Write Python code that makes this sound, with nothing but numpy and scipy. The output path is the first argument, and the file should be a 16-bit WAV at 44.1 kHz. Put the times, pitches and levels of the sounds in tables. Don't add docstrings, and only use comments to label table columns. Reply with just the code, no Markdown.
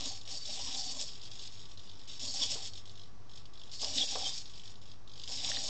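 import sys
import numpy as np
from scipy import signal
from scipy.fft import rfft, irfft
from scipy.io import wavfile
from scipy.ndimage import uniform_filter1d

SR = 44100
rng = np.random.default_rng(int(sys.argv[2]) if len(sys.argv) > 2 else 0)


def digitize_waveform(pressure):
    field = np.atleast_2d(pressure).T
    bounded = np.clip(field, -1, 1)
    quanta = np.round(bounded * 32767).astype(np.int16)
    wavfile.write(sys.argv[1], SR, quanta)


def level_to_linear(level):
    exponent = np.asarray(level, float) / 20
    return 10 ** exponent


N = 250912
T = np.arange(N) / SR


def level(x, rms_db=0):
    return x * level_to_linear(rms_db) / np.sqrt(np.mean(x ** 2))


def band(x, lo_hz, hi_hz, order=2):
    return signal.sosfilt(signal.butter(order, [lo_hz, hi_hz], "band", fs=SR, output="sos"), x)


def around(x, hz, width_hz, order=2):
    return band(x, hz - width_hz / 2, hz + width_hz / 2, order)


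def colour(x, points, size=4096):
    hz, db = np.transpose(points)
    bins_hz = np.arange(1, size // 2 + 2) * SR / size
    gain = level_to_linear(np.interp(np.log(bins_hz), np.log(hz), db))
    cepstrum = irfft(np.log(gain))
    cepstrum[1:size // 2] *= 2
    cepstrum[size // 2 + 1:] = 0
    impulse = irfft(np.exp(rfft(cepstrum)))
    return signal.fftconvolve(x, impulse)[:len(x)]


def walk(rate_hz):
    hold = int(SR / rate_hz)
    steps = np.repeat(rng.standard_normal(N // hold + 1), hold)
    return 1.51 * uniform_filter1d(uniform_filter1d(steps, hold), hold)[:N]


def add(out, start_s, piece):
    i = int(start_s * SR)
    out[i:i + len(piece)] += piece[:N - i]


def fade(t, t60_s):
    return np.exp(-np.log(1000) * t / t60_s)


def ramp(start_s, end_s, slew_s):
    return np.minimum(T - start_s, end_s - T) / slew_s


# frequency in Hz, density in dB per Hz.
HUSH_SPECTRUM = [(15, -25), (25, 6), (70, -19.5), (102, -6.5), (166, -11.5), (197, -12), (258, -15.5),
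                 (466, -16.5), (540, -21), (582, -21), (744, -20), (1160, -23), (2190, -31.5),
                 (6010, -29.5), (8910, -50.5), (11600, -86), (19600, -120)]
HUSH_DB = -55
# centre in Hz, wander width in Hz, level in dB.
HUMS = [(48.4, 4.5, -64), (97.8, 6.3, -63.5), (1148, 26, -75.5)]


def room():
    hush = level(colour(rng.standard_normal(N), HUSH_SPECTRUM), HUSH_DB - 3.5)
    hush = hush * level_to_linear(0.17 * walk(8.9))
    hum = sum(level(around(rng.standard_normal(N), hz, width_hz, order=1), db) for hz, width_hz, db in HUMS)
    steady = level_to_linear(-63.5) * np.sin(2 * np.pi * HUMS[1][0] * T)
    return hush + hum + steady


# start in seconds, peak in dB, ring in Hz, t60 in seconds.
DESK_THUDS = [
    (0.592, -43.5, 818, 0.069),
    (2.554, -40, 470, 0.12),
    (3.828, -39, 610, 0.084),
    (4.153, -32.5, 753, 0.13),
    (4.263, -44, 770, 0.12),
    (5.293, -53, 990, 0.084),
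]


def thuds():
    out, t = np.zeros(N), T[:6000]
    for start_s, db, hz, t60_s in DESK_THUDS:
        noise = rng.standard_normal(len(t))
        board = np.sin(2 * np.pi * hz * t) + .6 * np.sin(2 * np.pi * .68 * hz * t)
        board += level(band(noise, 400, 950), -3)
        add(out, start_s, level_to_linear(db - 4) * np.minimum(t / 0.0021, 1) * fade(t, t60_s) * board)
    return out


# start in seconds, peak in dB, ring in Hz, upper ring in dB re lower.
PLASTIC_SNAPS = [
    (3.9812, -40, 1950, 8),
    (4.157, -38.5, 1610, 3),
    (5.5159, -26.5, 1820, -7),
    (5.57, -28.5, 1890, -7),
]


def snaps():
    out, t = np.zeros(N), T[:6000]
    for start_s, db, hz, upper_db in PLASTIC_SNAPS:
        rings = np.sin(2 * np.pi * hz * t) + level_to_linear(upper_db) * np.sin(2 * np.pi * 1.585 * hz * t)
        add(out, start_s, level_to_linear(db) * np.minimum(t / .001, 1) * fade(t, .014) * rings)
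    return out


# time in seconds, tooth rate in Hz, level in dB.
MESH_WHINES = [
    [(2.4, 3460, -70), (2.406, 3710, -78), (2.418, 3493, -28), (2.46, 3290, -43)],
    [(3.97, 3300, -49), (3.996, 3635, -32), (4.024, 3404, -26.5), (4.04, 3490, -38.5), (4.05, 3707, -71)],
    [(4.25, 3100, -44.5), (4.264, 3200, -36), (4.274, 3180, -38), (4.29, 3580, -48)],
    [(5.56, 3600, -31), (5.588, 4770, -39), (5.6, 4744, -61), (5.61, 4450, -62)],
]


def whines():
    out, waver, throb = np.zeros(N), walk(500), walk(250)
    for rows in MESH_WHINES:
        s, hz, db = np.transpose(rows)
        gate = np.clip(ramp(s[0], s[-1], 0.0027), 0, 1)
        tooth_hz = np.interp(T, s, hz) * (1 + .025 * waver)
        phase = 2 * np.pi * np.cumsum(tooth_hz) / SR
        out += gate * level_to_linear(np.interp(T, s, db) + 1.45 * throb) * np.sin(phase)
    return out


FRAME_S, FIRST_FRAME_S = .02001, .0132
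KICK_HZ, KICK_SPREAD_HZ, KICK_SPREAD_DB = 3760, 170, 1.2
KICK_UPPER_DB, KICK_UPPER_SPREAD_DB = -8.5, 4
# start in seconds, length in seconds, first kick in dB, last kick in dB, creep in dB.
EARLY_NUDGES = [(0.138, 0.0091, -40, -35, -65), (0.21, 0.011, -38.5, -39, -62),
                (.253, 0.039, -41, -44, -54.5), (0.456, .01, -32, -40, -57), (1.137, 0.033, -48, -39, -75),
                (1.217, 0.055, -42, -36.5, -55), (1.304, 0.067, -38, -41, -55),
                (1.387, 0.088, -36, -39, -53), (1.521, 0.072, -52, -39, -58),
                (1.598, 0.063, -47, -47, -60.5), (1.687, 0.047, -49, -39, -61.5),
                (1.78, 0.039, -39.5, -47, -64), (1.833, 0.033, -56, -47, -60.5),
                (1.88, 0.11, -41, -50.5, -65.5), (1.991, .07, -45, -52, -63.5),
                (2.077, 0.034, -45, -39.5, -52.5), (2.121, 0.045, -38, -45, -53),
                (2.196, 0.08, -35.5, -37, -52.5)]
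LATE_NUDGES = [(2.655, .01, -37.5, -34, -65), (2.735, 0.048, -42, -36, -55.5),
               (2.855, 0.056, -45.5, -36, -61.5), (2.955, 0.081, -44.5, -42.5, -66.5),
               (3.055, 0.02, -54, -59, -70), (3.295, .05, -47, -43, -65.5), (3.355, 0.038, -46, -36.5, -61),
               (3.455, .01, -43.5, -43, -69), (3.535, 0.086, -45.5, -42.5, -66.5),
               (3.635, .01, -42, -40, -63.5), (3.655, .05, -56, -37.5, -63.5),
               (3.715, 0.038, -41.5, -32, -59), (3.795, 0.04, -36.5, -32.5, -53),
               (4.456, 0.052, -40.5, -47, -58), (4.536, 0.061, -47.5, -43.5, -58),
               (4.636, 0.053, -46.5, -35.5, -57), (4.696, 0.018, -46, -52, -59),
               (4.756, .01, -45.5, -48, -74), (4.816, 0.0077, -49.5, -45, -63),
               (4.856, 0.039, -51.5, -48, -63.5), (4.916, 0.023, -42, -52, -71),
               (5.076, 0.062, -45.5, -39.5, -69), (5.156, 0.08, -44, -35, -57.5),
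               (5.236, 0.043, -54, -32.5, -57.5)]


def kicks():
    out, t = np.zeros(N), T[:1600]
    frames_s = np.arange(FIRST_FRAME_S, T[-1], FRAME_S)
    chance = rng.standard_normal((len(frames_s), 3))
    noises = rng.standard_normal((len(frames_s), len(t)))
    for start_s, length_s, first_db, last_db, _ in EARLY_NUDGES + LATE_NUDGES:
        end_s = start_s + length_s
        for k in np.flatnonzero((frames_s > start_s - FRAME_S / 2) & (frames_s < end_s)):
            db = np.interp(frames_s[k], [start_s, end_s], [first_db, last_db]) + KICK_SPREAD_DB * chance[k, 0]
            hz = KICK_HZ + KICK_SPREAD_HZ * chance[k, 1]
            upper_db = KICK_UPPER_DB + KICK_UPPER_SPREAD_DB * chance[k, 2]
            t60_s = .028 * level_to_linear(.25 * (db + 44))
            chatter = noises[k] * (1 - np.exp(-t / .0005)) * fade(t, t60_s)
            ring = level(band(chatter, hz - 450, hz + 450))
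            ring += level(band(chatter, 3260, 5220, order=3), upper_db + 4.5)
            ring += level(band(chatter, 6200, 6500), upper_db - 2.0)
            add(out, frames_s[k] - .0008, level_to_linear(db) * ring / np.abs(ring).max())
    return out


def teeth(per_s, scatter_db):
    hit = rng.random(N) < per_s / SR
    return hit * rng.standard_normal(N) * level_to_linear(scatter_db * rng.exponential(size=N))


# frequency in Hz, density in dB per Hz.
CASE_SPECTRUM = [(760, -66.5), (1300, -33), (1790, -17.5), (2060, -17.5), (2890, -14), (3730, -4.5),
                 (4150, -4), (4530, -3), (5360, -5.5), (6000, -12), (6510, -15), (7830, -19.5),
                 (8490, -26.5), (8910, -37.5), (11600, -84.5), (19600, -120)]
CASE_MODES_HZ = [2960, 3320, 3590, 3860, 4350, 4590, 4820, 5020, 5290, 5500, 5740, 6310, 6560, 6900, 7300,
                 7770]


def shell(x, ring_db):
    modes = sum(level_to_linear(4.5 * walk(16)) * band(x, hz - 25, hz + 25, order=1) for hz in CASE_MODES_HZ)
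    return colour(x + level_to_linear(ring_db) * modes, CASE_SPECTRUM)


COAST_DB_PER_S, PAN_CREEP_DB, PAN_FULL_DB = 254.5, 0, -36.5
# time in seconds, tilt servo effort in dB, pan servo effort in dB.
EARLY_SWINGS = [
    [(0.0, -47, -42.5), (0.072, -40.5, -44), (0.146, -48.5, -57), (0.156, -45, -47), (0.166, -51, -57),
     (0.174, -51, -47.5), (0.205, -56.5, -70)],
    [(0.275, -52, -50), (0.319, -43.5, -47.5), (0.377, -41, -52), (0.385, -49, -58), (0.407, -48, -55),
     (0.415, -51, -49), (0.425, -49, -53), (0.45, -51, -51)],
    [(0.455, -56, -50), (0.467, -49, -48), (0.523, -38.5, -45.5), (0.585, -45.5, -42.5), (0.639, -41, -47),
     (0.717, -46, -41), (0.759, -42.5, -40.5), (0.77, -38.5, -50)],
    [(0.775, -43, -45.5), (0.871, -41, -48.5), (0.925, -39.5, -46), (0.941, -47, -53.5),
     (1.015, -39, -40.5), (1.049, -48.5, -56), (1.073, -46.5, -53), (1.2, -64, -58)],
]
LATE_SWINGS = [
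    [(2.195, -45.5, -54.5), (2.281, -39.5, -50.5), (2.323, -43, -50.5), (2.437, -34.5, -36),
     (2.487, -44, -46), (2.521, -36.5, -37.5), (2.595, -46, -49), (2.675, -43.5, -45.5), (2.71, -57.5, -67)],
    [(3.715, -57, -63), (3.743, -44, -51.5), (3.781, -49, -64), (3.823, -37.5, -44), (3.923, -44, -46),
     (3.967, -39, -39), (4.019, -37.5, -30), (4.063, -39.5, -48), (4.07, -42, -43)],
    [(4.075, -43.5, -42.5), (4.115, -39, -42), (4.141, -40, -40.5), (4.205, -44.5, -43),
     (4.271, -38.5, -38), (4.323, -46.5, -48), (4.385, -42, -49), (4.419, -50.5, -55.5), (4.44, -55, -63.5)],
    [(5.275, -50.5, -49.5), (5.319, -38.5, -44.5), (5.397, -45, -45.5), (5.505, -38.5, -34.5),
     (5.515, -40, -43), (5.531, -39, -41.5), (5.575, -52, -38.5), (5.591, -41.5, -41.5),
     (5.689, -37.5, -43.5)],
]


def efforts():
    def power(s, db):
        coast_db = COAST_DB_PER_S * np.maximum(T - s[-1], 0)
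        return level_to_linear(2 * (np.interp(T, s, db, left=-150) - coast_db))

    creep = sum(power([s, s + length_s], [db, db]) for s, length_s, _, _, db in EARLY_NUDGES + LATE_NUDGES)
    tilt, pan = 0, 0
    for rows in EARLY_SWINGS + LATE_SWINGS:
        s, tilt_db, pan_db = np.transpose(rows)
        tilt = tilt + power(s, tilt_db)
        pan = pan + power(s, pan_db)
    pan = np.minimum(pan, level_to_linear(2 * PAN_FULL_DB))
    return tilt + creep, pan + creep * level_to_linear(2 * PAN_CREEP_DB)


LEAN_SLEW_S = 0.017
BUZZ_SLOPE, REST_BUZZ_DB = 0.32, -19.5
# start in seconds, length in seconds, buzz in dB.
DESK_LEANS = [(0, 0.13, -54.5), (0.273, 0.12, -58.5), (0.496, 0.29, -56), (0.778, .27, -56),
              (2.231, .23, -54), (2.506, 0.13, -58), (3.823, 0.212, -53), (4.116, .19, -56.5),
              (5.292, .14, -59.5), (5.442, 0.26, -54.5)]
# centre in Hz, width in Hz, level in dB.
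DESK_MODES = [(99, 50, -14), (134.2, 10, -1.5), (261.5, 57, 3.5), (343, 270, -11), (471.5, 35, -3),
              (603, 110, 2), (760, 92, 4), (976, 216, -1.5)]


def desk_buzz(pan_db):
    lean = sum(level_to_linear(db) * np.clip(ramp(s, s + length_s, LEAN_SLEW_S) + 1, 0, 1) for s, length_s, db in DESK_LEANS)
    buzz = lean * level_to_linear(BUZZ_SLOPE * (pan_db + 35)) + level_to_linear(pan_db + REST_BUZZ_DB)
    shake = teeth(4000, 1.3)
    desk = sum(level_to_linear(db + 3 * walk(35)) * level(around(shake, hz, width_hz)) for hz, width_hz, db in DESK_MODES)
    return buzz * level(desk)


SIZZLE_DB, PAN_SIZZLE_DB = -4.5, -2


def gears():
    tilt, pan = efforts()
    tilt_db, pan_db = 10 * np.log10(tilt), 10 * np.log10(pan)
    sizzle_db = 10 * np.log10((tilt + pan * level_to_linear(2 * PAN_SIZZLE_DB)) * level_to_linear(2 * SIZZLE_DB))
    frame_phase = (T - FIRST_FRAME_S) / FRAME_S % 1
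    sag_db = np.clip(.45 * (-45 - tilt_db), 1, 5.5)
    drive = level_to_linear(uniform_filter1d(-sag_db * (frame_phase - .4), size=60))
    case = shell(teeth(9000, 1.6), -2.5)
    out = level_to_linear(0.66 * pan_db - 25.5) * level(band(case, 1340, 2760))
    out += level_to_linear(pan_db + 1.8 * walk(90)) * level(band(case, 2100, 4300))
    out += level_to_linear(tilt_db + 1.2 * walk(90)) * level(band(case, 4150, 5950, order=3))
    out += level_to_linear(sizzle_db + 1.5 * walk(90)) * level(band(case, 5880, 9000, order=3))
    out += level_to_linear(tilt_db - 10) * level(band(case, 4380, 4704))
    return drive * out + desk_buzz(pan_db)


BOUNCE_S, BOUNCE = .000497, .25


def scene():
    servo = thuds() + snaps() + whines() + kicks() + gears()
    servo = servo - BOUNCE * np.interp(T - BOUNCE_S, T, servo)
    t = T[:8000]
    walls = rng.standard_normal(len(t)) * fade(t, 0.3) * (t > .003)
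    wet = signal.fftconvolve(servo, walls / np.linalg.norm(walls))[:N]
    return (servo + level_to_linear(-12) * wet + room())[None]


# centre in Hz, width in Hz, depth 0-1.
HOUSING_NOTCHES = [(6030, 300, .15), (8020, 200, .2)]


def microphone(x):
    x = signal.sosfilt(signal.cheby1(8, .5, 8350, fs=SR, output="sos"), x)
    for hz, width_hz, depth in HOUSING_NOTCHES:
        x = x - depth * around(x, hz, width_hz, order=1)
    return x


def thrift(x, mask_db, from_hz):
    hz, _, z = signal.stft(x, SR, nperseg=1024)
    power = uniform_filter1d(np.abs(z) ** 2, size=6, axis=-1)
    neighbours = uniform_filter1d(power, size=24, axis=-2)
    sunk = uniform_filter1d(power, size=2, axis=-2) / (neighbours + 1e-30)
    loud_db = 10 * np.log10(power[:, hz > 2000].sum(axis=-2, keepdims=True) + 1e-30)
    edge_db = mask_db - np.clip(.15 * (loud_db + 52), 0, 3) - 2.5 * (hz < from_hz)[:, None]
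    masked = (sunk < level_to_linear(2 * edge_db)) & ((hz > 2000) & (hz < 8300))[:, None]
    masked = uniform_filter1d(1. * masked, size=2, axis=-2)
    masked = uniform_filter1d(masked, size=3, axis=-1) > .01
    return signal.istft(z * np.where(masked, .02, 1), SR, nperseg=1024)[1][..., :x.shape[-1]]


def low_pass(x):
    return signal.sosfilt(signal.butter(12, 9060, fs=SR, output="sos"), x)


OFFSET = -.01275


def record(dry):
    mix = thrift(microphone(dry), mask_db=-4.8, from_hz=5600) + OFFSET
    return low_pass(mix)


dry = scene()
out = record(dry)
digitize_waveform(out)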